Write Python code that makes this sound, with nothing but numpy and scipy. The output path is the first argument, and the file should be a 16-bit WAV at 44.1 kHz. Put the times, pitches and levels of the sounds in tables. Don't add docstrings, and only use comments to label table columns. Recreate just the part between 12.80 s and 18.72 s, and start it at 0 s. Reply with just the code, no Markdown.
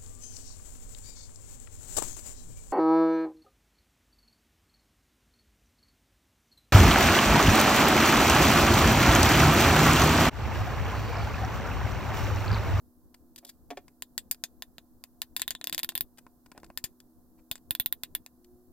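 import sys
import numpy as np
from scipy import signal
from scipy.fft import rfft, irfft
from scipy.io import wavfile
from scipy.ndimage import uniform_filter1d

SR = 44100
rng = np.random.default_rng(int(sys.argv[2]) if len(sys.argv) > 2 else 0)


def master(y):
    cut = np.clip(np.atleast_2d(y).T, -1, 1)
    pcm = np.round(cut * 32767)
    wavfile.write(sys.argv[1], SR, pcm.astype(np.int16))


N = 261072

# start_s, strength_db, brightness_db, edge (0-1), after_ring_db
TICKS = [(1.2228, -49.5, 6.5, 0.16, -6), (1.379, -42.5, 5.5, 0.14, -3), (1.5123, -48.5, 15.5, 0.48, 1),
         (1.6386, -43, 4.5, 0.1, -1.5), (1.8228, -46.5, -0.5, 0.19, -4), (1.9825, -54, -3, 0.18, -5.5),
         (2.239, -60, 9, 0.2, -7), (2.4183, -42.5, 4, 0.32, -4), (2.5652, -39.5, 2, 0.47, -2.5),
         (2.5962, -51, 3.5, 0.13, 4), (2.6186, -39, 4.5, 0.21, -8.5), (2.679, -39, -1.5, 0.47, -3),
         (2.7071, -44.5, 6.5, 0.15, -0.5), (2.751, -46, -6, 0, -8.5), (2.8133, -48.5, -5.5, 0.03, -9),
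         (2.8422, -49.5, 8, 0.28, -11), (2.8719, -40.5, 0.5, 0.42, -6), (2.8967, -53.5, 9.5, 0.24, -16),
         (2.9265, -40, -0.5, 0.33, 4), (2.947, -46.5, 7.5, .2, -12), (2.9799, -41.5, 2.5, 0.37, -3),
         (2.9922, -46, 4.5, 0.6, -6.5), (2.9984, -51.5, 5, 0, -17), (3.032, -40.5, 2, 0.44, -1.5),
         (3.046, -49, 7, 0.67, -10), (3.0909, -41.5, 1.5, 0.33, -1.5), (3.1532, -41, 1, 0.76, 0.5),
         (3.1778, -49, 9.5, 0.55, -7), (3.2087, -44, 6, 0.85, -3), (3.975, -44.5, 5, 0.33, -6),
         (4.0409, -46.5, 9, 0.19, 8.5), (4.7137, -39.5, 0, 0.48, -4), (4.7558, -60, 6, 0.07, -3),
         (4.9083, -39.5, 1.5, 0.9, -5), (4.951, -43, 1, 0.6, -12), (4.999, -38, 0, 0.98, 1),
         (5.0605, -42, 2.5, 1, -3), (5.1259, -43, 3.5, 1, -10), (5.2351, -44.5, 3, 0.41, -4.5),
         (5.3507, -43, 4.5, 0.72, -4.5), (5.463, -61.5, 7, 0.13, -7)]
# start_s, relative_level_db
JOLTS = [(1.51, -50.5), (2.679, -62), (2.706, -51.5), (2.81, -58.5), (3.032, -51), (3.153, -48),
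         (3.209, -43.5), (3.973, -54.5), (4.041, -40.5), (4.712, -41.5), (4.908, -41), (5, -40),
         (5.061, -51.5), (5.124, -56), (5.237, -51), (5.349, -55.5)]
# start_s, strength_db, dullness_db, contact_s
SMACKS = [(0.3431, -69, 2.5, .005), (.561, -61.5, -10.5, .0014), (0.579, -61, -9.5, 0.012),
          (.649, -60.5, -19, 0.0035), (0.667, -65, -21, 0.04), (.691, -59, -9.5, 0.011),
          (1.081, -73, 8, 0.0018), (1.546, -68, -3, .0014), (3.121, -72, 10, 0.002),
          (3.374, -76.5, -2, 0.0044), (3.383, -65.5, 3, 0.0077), (3.4662, -82.5, 25.5, 0.0016),
          (3.661, -76, 10.5, 0.0034), (3.717, -69.5, 12, 0.0036), (3.7772, -69, 14.5, 0.0024),
          (3.8, -80, -1, 0.0028), (3.8325, -78.5, 25, 0.0015), (3.8436, -70, 6, .0035),
          (3.864, -83, 4, .0015), (3.9021, -81, 28, 0.0013), (4.2025, -69, -7.5, 0.0028),
          (4.579, -88, 15, 0.024), (4.779, -76, -4, 0.0023), (5.6439, -76.5, -7, 0.0058)]
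SMACK_COLOUR_DB = [-1.5, 1, 7.5, 3.5]
SMACK_PER_DULL_DB = [1, 0.59, 0.073, -0.1]
# start_s, level_db, contact_s, muffling_corner_hz
KNOCKS = [(0.628, -58.5, 0.043, 890), (0.9048, -41.5, 0.014, 7000), (0.911, -43, 0.019, 1060),
          (0.972, -43, 0.007, 5150), (3.748, -55.5, 0.05, 1100)]
# start_s, length_s, first_pitch_hz, last_pitch_hz, level_db
DRONE_GLIDES = [(0.097, 0.71, 360, 322, -69), (2.704, .62, 296.8, 367, -61),
                (3.697, .62, 317.4, 382.4, -65), (4.247, 1.0, 324, 316, -65),
                (5.506, 0.48, 351.5, 365.3, -60.5)]
# pitch_hz, relative_level_db
AIR_SPECTRUM = [(20, 9.5), (45, -2.5), (66, 6.5), (90, -1.5), (180, -4), (290, 0.5), (450, -10.5),
                (1050, -18), (1700, -28), (2200, -43), (2950, -40), (4200, -30.5), (9000, -28),
                (14500, -20), (16000, -25.5)]
# pitch_hz, likeness (0-1)
AIR_LIKENESS = [(30, 0.033), (100, 0.39), (250, 0.77), (1000, 0.69), (3000, 0.11), (15000, 0.098)]
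# pitch_hz, left_minus_right_db
AIR_BALANCE = [(30, 0), (120, 2), (400, 2.5), (15000, -4.5)]
# pitch_hz, width_hz, height_db
HOLLOWS = [(494, 13, 2.5), (712, 13, 10), (1035, 30, 3)]
# pitch_hz, relative_level_db
HUM_TONES = [(245.6, -63.5), (318, -73)]
# pitch_hz, width_hz, height_db
BOWL_MODES = [(705, 110, 0), (1030, 90, -1), (1790, 65, 5), (1900, 70, 2), (2090, 60, 0), (2510, 80, 3),
              (2770, 80, 3), (3120, 70, 2), (3450, 55, 8), (3590, 55, 8), (3750, 80, 4), (3930, 70, 2),
              (4230, 80, 1), (4770, 100, 5), (7250, 600, 0), (11300, 600, 1)]
# pitch_hz, level_db
BOWL_TIMBRE = [(90, 1), (190, 3), (300, 3), (460, -4), (680, 2), (790, -2), (1030, 4), (1200, -7),
               (1450, 1), (2100, -3.5), (2600, -2.5), (4800, 0.5), (6200, -6), (9000, 0)]
# pitch_hz, width_hz, height_db
PAN_MODES = [(275, 24, 19), (400, 50, 14), (570, 50, 11), (720, 60, 15), (820, 70, 8), (1130, 90, 5),
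             (1780, 120, 6), (2350, 300, 4), (3400, 140, 5)]
BAND_EDGES_HZ = [300, 1400, 2900, 4300, 9500, 16000]
# pitch_hz, left_minus_right_db
SHADOW = [(300, 1), (1700, -1), (2900, 2.5), (3800, -2), (6000, 5), (10000, 3.5), (12800, -5.5),
          (14500, 0.5)]
# pitch_hz, lead_rad
PHASE_LEAD = [(0, 0.61), (800, .08), (3400, 0.7346), (5600, 2.14), (7500, 2.23), (10200, 3.93),
              (12000, 5.7), (14000, 11), (16000, 11)]
# time_s, left_minus_right_db
BOWL_PLACE = [(.6, 0.5), (1.7, -1), (2.4, 2.5), (3, 0.1), (3.5, 6), (4.1, 3), (5, .5)]

SIZE = 8192
T, HZ = np.arange(SIZE) / SR, np.fft.rfftfreq(SIZE, 1 / SR)
FIRM_DB = -45
BODY_DB, BODY_PER_DB = -11, -.5
KNOCK_DB, KNOCK_PER_DB = -5, -0.2152
KNOCK_PER_BRIGHT_DB = 0.27
# dB at the flat of the blade, dB at its tip
WEIGHT_DB = (0.4, -1.5)
HISS_DB, FIZZ_DB = (2, -7.5), (-4, 9.5)
FLAT_PING_DB, TIP_PING_DB = (12.5, -20.5), (3.5, 16.5)
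FLAT_PING_HZ, TIP_PING_HZ = 7150, 14260
PING_SPREAD = 0.067
WALL_T60_S = 0.16


def ticks(chatter=0.77, chatter_s=0.00068, crack_ping=0.59, tail_ping=2.4):
    out = np.zeros((2, N))
    for start_s, strength_db, bright_db, edge, after_db in TICKS:
        force_db = strength_db - FIRM_DB
        weight_db = between(WEIGHT_DB, edge)
        body_db = BODY_DB + BODY_PER_DB * force_db + weight_db
        knock_db = KNOCK_DB + KNOCK_PER_DB * force_db + KNOCK_PER_BRIGHT_DB * bright_db + weight_db
        hiss_db = bright_db + between(HISS_DB, edge)
        fizz_db = bright_db + between(FIZZ_DB, edge)

        flat_hz = FLAT_PING_HZ * (1 + PING_SPREAD * rng.standard_normal())
        pings = [(flat_hz, between(FLAT_PING_DB, edge)), (TIP_PING_HZ, between(TIP_PING_DB, edge))]
        wide_pings = [(hz, 2200, db) for hz, db in pings]
        narrow_pings = [(hz, 480, db) for hz, db in pings]

        grit = rng.standard_normal((3, SIZE)) * np.exp(-T / chatter_s)
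        shared_grit = rfft(unit(grit[0]))
        side_grit = rfft(unit(grit[1:])) * HZ / (HZ + 5000)
        crack = 1 + chatter * (shared_grit + side_grit)
        crack = crack * bowl(1.0) * causal(peaks(wide_pings, HZ, crack_ping))

        tail = scatter(t60=0.055, late_db=-46.5, late_t60=0.31, alike_hz=5030)
        tail = tail * bowl(1.0) * causal(peaks(narrow_pings, HZ, tail_ping))
        sound = (crack + gain_of(after_db) * tail) * held(start_s)
        add(out, start_s, voiced(sound, strength_db, [body_db, knock_db, hiss_db, fizz_db]))
    return out


def jolts(rise_s=0.00082, lift_db=9, right_share=0.02):
    pushes = np.zeros(N)
    for start_s, db in JOLTS:
        pushes[round(start_s * SR)] = gain_of(db + lift_db) * rng.choice([-1, 1])
    push = (T / rise_s) ** 2 * np.exp(-T / rise_s)
    rebound_filter = signal.butter(1, 28, "high", fs=SR, output="sos")
    shape = signal.sosfilt(rebound_filter, push)
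    left = signal.oaconvolve(pushes, shape / shape.max())[:N]
    return left * np.array([[1], [right_share]])


def smacks(tail_db=-3, sizzle_hz=13700, sizzle_db=5):
    out = np.zeros((2, N))
    sizzle = causal(peaks([(sizzle_hz, 1300, sizzle_db)], HZ, 1.0))
    for start_s, strength_db, dull_db, contact_s in SMACKS:
        colour_db = np.array(SMACK_COLOUR_DB) + dull_db * np.array(SMACK_PER_DULL_DB)
        tail = scatter(t60=0.025, late_db=-28.0, late_t60=0.23, alike_hz=5000)
        crackle = rub(contact_s, grains_per_s=4500)
        sound = crackle * (1 + gain_of(tail_db) * tail) * bowl(0.2) * sizzle
        add(out, start_s, voiced(sound * held(start_s), strength_db, colour_db))
    return out


def knocks(tail_db=-5, low_cut_hz=235, wall_db=-12, sharpness=1.29):
    out = np.zeros((2, N))
    low_cut = HZ ** 3 / (HZ ** 3 + low_cut_hz ** 3)
    ring = causal(peaks(PAN_MODES, HZ, 0.97) ** sharpness * low_cut)
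    lowest_hz = PAN_MODES[0][0]
    wall = unit(np.sin(2 * np.pi * lowest_hz * T) * gain_of(-60 * T / WALL_T60_S))[:SIZE // 2]
    for start_s, db, contact_s, corner_hz in KNOCKS:
        tail = scatter(t60=0.052, late_db=-25, late_t60=0.24, alike_hz=4900)
        muffling = 1 / (1 + 1j * HZ / corner_hz) ** 2
        sound = rub(contact_s, grains_per_s=1400) * ring * (1 + gain_of(tail_db) * tail) * muffling
        scuff = unit(irfft(sound * ports(0))[:, :SIZE // 2])
        add(out, start_s, gain_of(db) * (scuff + gain_of(wall_db) * wall))
    return out


def drone(waver_hz=2, flutter_db=2):
    t, out = np.arange(N) / SR, np.zeros(N)
    waver = waver_hz * drift(56)
    flutter = gain_of(flutter_db * drift(9))
    for start_s, length_s, first_hz, last_hz, db in DRONE_GLIDES:
        along = np.clip((t - start_s) / length_s, 0, 1)
        turns = np.cumsum(between((first_hz, last_hz), along) + waver) / SR
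        out += gain_of(db) * np.sin(np.pi * along) * np.sin(2 * np.pi * turns)
    return out * flutter


def kitchen(air_db=-61, hum_trim_db=-2, rumble_swell_db=4.0):
    hz, t = np.fft.rfftfreq(N, 1 / SR), np.arange(N) / SR
    a, b = rfft(rng.standard_normal((2, N)))
    same = np.clip(read(AIR_LIKENESS, hz), -1, 1)
    lean = gain_of(read(AIR_BALANCE, hz) / 2)
    left = a * lean
    right = (same * a + np.sqrt(1 - same ** 2) * b) / lean
    air = np.array([left, right]) * gain_of(read(AIR_SPECTRUM, hz)) * peaks(HOLLOWS, hz, 1)

    low = 1 / (1 + (hz / 400) ** 2)
    rumble = irfft(air * low, N) * gain_of(rumble_swell_db * drift(14))
    hiss = irfft(air * (1 - low), N)
    air = rumble + hiss
    hum = sum(gain_of(db + hum_trim_db) * np.sin(2 * np.pi * f * t + drift(13) / 10) for f, db in HUM_TONES)
    return gain_of(air_db) * air / air.std() + np.sqrt(2) * hum


def rub(contact_s, grains_per_s):
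    slips = rng.standard_normal(SIZE) * (rng.random(SIZE) < grains_per_s / SR)
    slips[0] = 0.71
    touch = rfft(unit(slips * np.exp(-(T / contact_s) ** 4)))
    smooth_power = uniform_filter1d(abs(touch) ** 2 + 0.028, size=60)
    return touch * causal(smooth_power ** -.5)


def bowl(share):
    feed = gain_of(4 * rng.standard_normal(len(BOWL_MODES)))
    return causal(gain_of(read(BOWL_TIMBRE, HZ)) * peaks(BOWL_MODES, HZ, share * feed))


def scatter(t60, late_db, late_t60, alike_hz, apart_low=0.25):
    shared, apart = rfft(rng.standard_normal((2, SIZE)))
    treble = HZ ** 2 / (HZ ** 2 + alike_hz ** 2)
    angle = np.pi / 4 * (apart_low + (1 - apart_low) * treble)
    noise = irfft(np.cos(angle) * shared + np.array([[1], [-1]]) * np.sin(angle) * apart)
    fade = gain_of(-60 * T / t60) + gain_of(late_db - 60 * T / late_t60)
    onset = 1 - np.exp(-T / 0.000046)
    return rfft(unit(noise * fade * onset))


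def voiced(sound, ring_db, colour_db):
    edges = np.array(BAND_EDGES_HZ)
    wanted = gain_of(ring_db + np.insert(colour_db, 2, 0))
    bands = np.array([(HZ > lo) & (HZ <= hi) for lo, hi in zip(edges, edges[1:])])
    low_cut = HZ ** 2 / (HZ ** 2 + 95 ** 2)
    high_cut = 1 / np.sqrt(1 + (HZ / 14900) ** 44)
    sound = sound * causal(low_cut * high_cut)
    for _ in range(2):
        found = np.sqrt(bands @ np.mean(abs(sound) ** 2, 0) * 2 / SIZE)
        steps = np.log(wanted / found)[np.searchsorted(edges[1:-1], HZ)]
        sound = sound * causal(np.exp(uniform_filter1d(steps, size=130)))
    return irfft(sound)[:, :SIZE // 2]


def held(start_s):
    return ports(np.interp(start_s, *np.transpose(BOWL_PLACE)))


def ports(pan_db):
    treble = HZ ** 2 / (HZ ** 2 + 2200 ** 2)
    lean = gain_of((read(SHADOW, HZ) + pan_db * treble) / 2)
    lag = np.exp(-1j * np.interp(HZ, *np.transpose(PHASE_LEAD)))
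    return np.array([lean, lag / lean])


def peaks(modes, hz, shares):
    power = 1
    for (f, width, db), share in zip(modes, shares * np.ones(len(modes))):
        power = power + share * gain_of(2 * db) / (1 + (2 * (hz - f) / width) ** 2)
    return np.sqrt(power)


def causal(gain):
    log_gain = np.log(np.maximum(gain, 1e-5))
    mirrored = np.r_[log_gain, log_gain[-2:0:-1]]
    return np.exp(signal.hilbert(mirrored).conj()[:len(gain)])


def drift(rate_hz):
    t = np.arange(0, N + 512, 512) / SR
    rates = np.geomspace(rate_hz / 10, rate_hz, 20)
    sway = sum(np.sin(2 * np.pi * (f * t + rng.random())) for f in rates)
    return np.interp(np.arange(N) / SR, t, sway / sway.std())


def between(ends, share):
    return ends[0] + (ends[1] - ends[0]) * np.clip(share, 0, 1)


def gain_of(db):
    return 10 ** (np.asarray(db) / 20)


def unit(x):
    return x / np.sqrt(np.mean(np.sum(x ** 2, -1)) + 1e-20)


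def read(points, hz):
    f, value = np.transpose(points)
    return np.interp(np.log(hz + 1), np.log(f + 1), value)


def add(mix, start_s, sound):
    part = mix[:, round(start_s * SR):][:, :sound.shape[1]]
    part += sound[:, :part.shape[1]] * np.sqrt(.03 * SR)


def scene():
    return ticks() + jolts() + smacks() + knocks() + drone() + kitchen()


def record(dry):
    low_pass = signal.firwin(255, 16100, window=("kaiser", 9), fs=SR)
    return signal.oaconvolve(dry, low_pass[None], "same")


dry = scene()
out = record(dry)
master(out)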